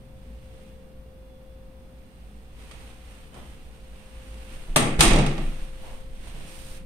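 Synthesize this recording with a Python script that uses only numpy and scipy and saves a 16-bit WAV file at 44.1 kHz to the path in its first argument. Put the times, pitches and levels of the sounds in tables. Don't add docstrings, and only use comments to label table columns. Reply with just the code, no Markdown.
import sys
import numpy as np
from scipy import signal
from scipy.fft import rfft, irfft
from scipy.io import wavfile
from scipy.ndimage import uniform_filter1d

SR = 44100
rng = np.random.default_rng(int(sys.argv[2]) if len(sys.argv) > 2 else 0)


def file_out(sig):
    cols = np.atleast_2d(sig).T
    lim = np.clip(cols, -1, 1)
    pcm = np.round(lim * 32767).astype(np.int16)
    wavfile.write(sys.argv[1], SR, pcm)


N = 302085
TIME = np.arange(N) / SR
SIDES = np.array([[1], [-1]])


# start_s, metal_db, wood_db, pan_db (left minus right), hardness_db (extra treble)
KNOCKS_AND_TICKS = [(2.7119, -46.5, -62, -2, -11.5), (3.343, -56, -51.5, -7, -6),
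                    (3.367, -66, -48.5, 2, -6), (4.6814, -76, -44, -2, 0), (4.7604, -15.5, -29.5, 12, -51),
                    (4.762, -23.5, -18, 1.5, 13), (4.822, -61, -25, -3, -7), (4.9871, -48, -27, -3, -8),
                    (4.9928, -26.5, -27, 3, -8), (5.0067, -11.5, -30, 4, 1), (5.0348, -25.5, -22.5, -1, 8),
                    (5.112, -34, -21, -3, -16), (5.2631, -32, -38, 1, -8.5),
                    (5.3796, -39.5, -34.5, -3, -24), (6.3474, -62, -46.5, -8, -11)]
# frequency_hz, level_db
METAL_TONE = [(150, -15.5), (450, -14.5), (830, 5.5), (960, -1), (1170, 5), (1400, -0.5), (2100, 1),
              (3400, -1.5), (5000, -4.5), (7000, -1.5), (9000, -4), (11000, -14), (15000, -23.5)]
# frequency_hz, level_db
WOOD_TONE = [(30, -7), (105, -8.5), (150, 3.5), (260, -4), (330, -3.5), (480, -6.5), (800, -8.5),
             (1000, -17), (2500, -30.5), (5000, -41), (12000, -54)]
# pitch_hz, level_db, t60_s
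LEAF_MODES = [(144, -3, .7), (156, -4, .6), (210, -9, 1.1), (247, -8, .6), (286, -12, .6), (327, -8, .7),
              (364, -13, .55), (460, -20, .8), (577, -18, .6), (665, -13, .55), (754, -19, .7),
              (807, -14, .55), (944, -20, .6), (1156, -15, .65)]
# pitch_hz, level_db, t60_s
LATCH_MODES = [(1107, -10, .4), (1588, -11, .35), (2021, -8, .4), (2666, -6, .6), (3302, -6, .35),
               (3447, -3, .35), (4114, -8, .35), (5383, -7, .2), (6691, -6, .22), (6837, -7, .22),
               (8489, -11, .25)]

def knocks_and_ticks(size=2 ** 16):
    out, t = np.zeros((2, N)), np.arange(size) / SR
    treble = 1 / (1 + (7000 / np.maximum(bins(size), 1)) ** 4)
    lock_tone = colour(METAL_TONE, size) * lock_case(size)
    for start_s, metal_db, wood_db, pan_db, hardness_db in KNOCKS_AND_TICKS + chatter():
        metal = undb(metal_db + hardness_db * treble) * lock_tone
        wood = undb(wood_db) * colour(WOOD_TONE, size)
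        crack = irfft(diffuse(size) * metal * undb(4.5 + 0.85 * treble)) * fade(t, 0.054)
        thud = irfft(diffuse(size) * wood) * undb(5.5) * fade(t, 0.056) * (1 - fade(t, 0.023))
        room = tiled_room(undb(-5) * metal + undb(-3.5) * wood, t)
        wood_ring = undb(wood_db - 3.5) * ring(LEAF_MODES, t)
        metal_ring = undb(metal_db - 20.5) * ring(LATCH_MODES, t)
        pan = undb(pan_db * fade(t, 0.68) * SIDES / 2)
        add(out, start_s, (crack + thud + room + wood_ring + metal_ring) * pan)
    return out


def chatter(start_s=5.0258, period_s=0.0268, count=7):
    age_s = period_s * np.arange(count)
    metal_db = -25.5 - 27 * age_s
    wood_db = -25.5 + 24 * age_s
    pan_db = -11 * np.exp(-age_s / 0.029)
    hardness_db = -1.5 - 44 * age_s
    return list(zip(start_s + age_s, metal_db, wood_db, pan_db, hardness_db))


def lock_case(size, spacing_hz=28, spread_db=3):
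    ripple = np.interp(bins(size) / spacing_hz, np.arange(2048), rng.standard_normal(2048))
    return unit(undb(spread_db * ripple))


def ring(modes, t, apart_hz=2000):
    out = 0
    for (hz, db, t60), (jitter_db, offset, lag) in zip(modes, rng.standard_normal((len(modes), 3))):
        phase = offset * hz / 300 + SIDES * lag * min(hz / apart_hz, 2)
        out = out + undb(db + jitter_db) * fade(t, t60) * np.sin(2 * np.pi * hz * t + phase)
    return out * (1 - fade(t, 0.0061))


# frequency_hz, t60_s
WALL_DECAY = [(60, 1), (160, 0.78), (400, 0.67), (1000, 0.54), (2700, 0.85), (5000, 0.23), (9000, 0.47),
              (14000, 0.18)]

def tiled_room(tone, t, build_cycles=14):
    spectrum = diffuse(len(t)) * tone
    octave = np.log2(np.clip(bins(len(t)), 60, 15360) / 60)
    out = 0
    for k in range(9):
        hz = 60 * 2 ** k
        band = irfft(spectrum * np.maximum(1 - np.abs(octave - k), 0))
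        bloom = 1 - fade(t, 0.005 + build_cycles / hz)
        out = out + band * bloom * fade(t, over_pitch(WALL_DECAY, hz))
    return out


# start_s, level_db, pitch_hz, t60_s
AIR_PUSHES = [(4.694, -22.5, 23.8, 0.34), (4.763, -40, 43.6, 1), (4.987, -9.5, 45, 0.085),
              (5.070, -9, 28.2, 0.16), (5.119, -10.5, 27.1, 0.58), (5.276, -21, 23.07, 1.38)]

def air_pushes():
    out = np.zeros((2, N))
    attack = 1 - fade(TIME, 0.021)
    for start_s, db, hz, t60 in AIR_PUSHES:
        add(out, start_s, undb(db) * np.sin(2 * np.pi * hz * TIME) * fade(TIME, t60) * attack)
    return out


def bolt_scrape():
    grit = noise(colour(METAL_TONE, N)) * undb(2.5 * wander(900))
    return grit * swell(peak_s=4.996, db=-31, rise_s=0.0012, fall_s=0.0012, hold_s=0.01)


# peak_s, level_db, edge_s (rise and fall alike)
HINGE_CHIRPS = [(3.242, -67, .015), (3.342, -60, 0.007), (3.46, -69, 0.065)]

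def hinge():
    pitch_hz = 3040 + 22 * wander(25) + 30 * wander(300)
    return np.sin(phase_of(pitch_hz)) * sum(swell(s, db, edge, edge) for s, db, edge in HINGE_CHIRPS)


def person():
    grain = undb(0.79 * wander(30) + wander(400))
    return clothes(grain) + soles(grain) + hand()


# peak_s, level_db, rise_s, fall_s
BODY_MOVES = [(.63, -62, 0.35, 0.11), (2.3, -64.5, 0.32, 0.38), (2.62, -55.5, 0.044, 0.1),
              (2.8, -54.5, 0.1, 0.15), (3.15, -55.5, 0.094, 0.12), (3.42, -57, 0.067, 0.23),
              (4.53, -52.5, .025, 0.039), (4.6, -53.5, 0.49, 0.26), (5.52, -50, 0.25, 0.13),
              (5.88, -52.5, 0.1, 0.1), (6.275, -52, 0.038, 0.029), (6.48, -51, 0.2, 0.11),
              (6.76, -53, 0.17, 0.037)]
# frequency_hz, level_db
CLOTH_TONE = [(100, 11.5), (400, 1), (800, 1), (1500, 2), (2900, -2), (5000, -10), (7000, -8.5),
              (9000, -11), (12000, -15.5), (15000, -23)]

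def clothes(grain, stir_db=-77):
    motion = np.hypot(swells(BODY_MOVES), undb(stir_db))
    rustle = noise(colour(CLOTH_TONE, N)) * motion * undb(3)
    reach = swell(peak_s=6.51, db=-53, rise_s=0.034, fall_s=0.0091, hold_s=0.26)
    sleeve = noise(resonance(6100, 7000)) * reach
    return (rustle + sleeve) * grain


# start_s, level_db, length_s
SOLE_SCUFFS = [(2.70, -63, 0.41), (3.326, -49.5, 0.14), (5.82, -49, 0.17)]
# frequency_hz, level_db
SOLE_TONE = [(100, -5), (250, -6), (800, 4.5), (1200, -2), (2000, -11), (3000, -17), (4500, -27),
             (12000, -30)]

def soles(grain):
    pressure = 0
    for start_s, db, length_s in SOLE_SCUFFS:
        progress = np.maximum(TIME - start_s, 0) / length_s
        pressure = pressure + undb(db) * (1 - np.exp(-12 * progress)) * np.exp(-progress ** 2)
    return noise(colour(SOLE_TONE, N)) * grain * pressure


# peak_s, level_db, rise_s, fall_s
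HAND_SWAYS = [(5.1, -31.5, 0.25, 0.47), (6.5, -43.5, 1.0, 0.53)]
# peak_s, level_db, rise_s, fall_s
FINGER_SHIFTS = [(.25, -53.5, 0.54, 0.5), (1.9, -57, 0.094, 0.047), (6.6, -54, .4, 0.56)]

def hand(steady_db=-63.5):
    rumble_tone = [(8, 1), (26, 2.5), (40, -17), (70, -25), (120, -33.5), (400, -50), (2000, -93)]
    rumble = noise(colour(rumble_tone, N)) * (undb(steady_db) + swells(HAND_SWAYS))
    fingers = noise(resonance(128, 87)) * swells(FINGER_SHIFTS)
    return rumble + fingers


# centre_s, depth_db, half_width_s
WHINE_DIPS = [(0, 4.5, 0.43), (2.34, 10.5, 0.38), (3.4, 8.5, 0.69), (4.72, 11, 0.11), (6.3, 8, 0.15)]

def fan_whine(pitch_hz=523.5, level_db=-55.5, pan_db=3):
    note = np.sqrt(2) * np.sin(phase_of(pitch_hz + 1.6 * wander(5.5)))
    dip_db = sum(depth_db * np.exp(-((TIME - s) / width) ** 2) for s, depth_db, width in WHINE_DIPS)
    flutter_db = 0.76 * wander(9.6)
    return note * undb(level_db - dip_db + flutter_db + pan_db * SIDES / 2)


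# pitch_hz, half_width_hz, level_db
DUCT_RESONANCES = [(208.4, 2.8, -67), (247.3, 5.8, -67.5), (453, 2.5, -70.5), (752.6, 6.7, -73),
                   (2770, 80, -88.5)]
# time_s, level_db
DRONE_RIDE = [(0, -50.5), (2.0, -50.5), (3.2, -46.5), (5.7, -49.5), (6.3, -52.5)]
# frequency_hz, level_db
AIR_TONE = [(20, 3.5), (45, -5), (90, -8.5), (200, -8.5), (350, -16.5), (700, -21), (1400, -24),
            (3200, -36), (5000, -38), (9000, -42.5), (15000, -38.5)]

def air_duct(drone_hz=55.5, rush_db=-51):
    drone = noise(resonance(drone_hz, 7.8)) * curve(DRONE_RIDE)
    hum_tone = sum(undb(db) * resonance(hz, width) for hz, width, db in DUCT_RESONANCES)
    rush_tone = undb(rush_db) * colour(AIR_TONE, N)
    return drone + noise(np.hypot(hum_tone, rush_tone))


# pitch_hz, level_db
MOTOR_OVERTONES = [(2790, -81.5), (3090, -102), (3420, -81.5), (3500, -87)]

def fan_motor():
    return sum(noise(resonance(hz, 4.8)) * undb(db) for hz, db in MOTOR_OVERTONES)


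def undb(db):
    return 10 ** (np.asarray(db) / 20)


def unit(x):
    return x / np.sqrt(np.mean(np.abs(x) ** 2))


def bins(size):
    return np.fft.rfftfreq(size, 1 / SR)


def over_pitch(rows, hz):
    row_hz, value = np.transpose(rows)
    return np.interp(np.log(np.maximum(hz, 1)), np.log(row_hz), value)


def colour(rows, size):
    return unit(undb(over_pitch(rows, bins(size))))


def resonance(hz, half_width_hz):
    return unit(1 / (1 + ((bins(N) - hz) / half_width_hz) ** 2))


def diffuse(size, apart_hz=1250):
    mid, side = rfft(rng.standard_normal((2, size)))
    width = np.clip(bins(size) / apart_hz, 0.22, 1)
    return (mid + SIDES * width * side) / np.sqrt(1 + width ** 2)


def noise(tone):
    return irfft(diffuse(N) * tone, N)


def wander(rate_hz):
    hold = int(SR / rate_hz)
    steps = np.repeat(rng.standard_normal(N // hold + 1), hold)
    return 0.93 * uniform_filter1d(uniform_filter1d(steps, hold), hold)[:N]


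def phase_of(pitch_hz):
    return 2 * np.pi * np.cumsum(pitch_hz) / SR


def fade(t, t60):
    return np.exp(-np.log(1000) * t / t60)


def curve(rows):
    return undb(np.interp(TIME, *np.transpose(rows)))


def swell(peak_s, db, rise_s, fall_s, hold_s=0):
    away = np.maximum(peak_s - TIME, 0) / rise_s + np.maximum(TIME - peak_s - hold_s, 0) / fall_s
    return undb(db) / np.cosh(np.clip(away, 0, 20))


def swells(rows):
    return np.sqrt(sum(swell(*row) ** 2 for row in rows))


def add(out, start_s, sound):
    i = int(start_s * SR)
    out[:, i:i + sound.shape[-1]] += sound[..., :N - i]


def scene():
    foreground = knocks_and_ticks() + bolt_scrape() + hinge() + air_pushes()
    fan = fan_whine() + air_duct() + fan_motor()
    return foreground + fan + person()


# frequency_hz, left_db, right_db
PORT_EQ = [(94, 2.5, 2.5), (650, 2, -0.5), (1550, -2.5, -1.5), (2690, -0.5, 6), (4260, 2, 3.5),
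           (7300, -3, -1), (7870, -21, 3.5), (8630, -4.5, 12), (9650, 0, 7), (10540, -5, 1.5),
           (11900, -2, 6.5), (13600, -2, -2.5)]

def record(dry):
    hz, *ports_db = np.transpose(PORT_EQ)
    heard = []
    for channel, db in zip(dry, ports_db):
        cepstrum = irfft(over_pitch(np.c_[hz, db], bins(1024)) * np.log(10) / 20)
        folded = np.r_[cepstrum[0], 2 * cepstrum[1:512], np.zeros(512)]
        impulse = irfft(np.exp(rfft(folded)))
        heard.append(signal.fftconvolve(channel, impulse)[:N])
    high_cut = signal.ellip(8, 0.2, 70, 15500, fs=SR, output="sos")
    return signal.sosfilt(high_cut, np.tanh(heard))


dry = scene()
out = record(dry)
file_out(out)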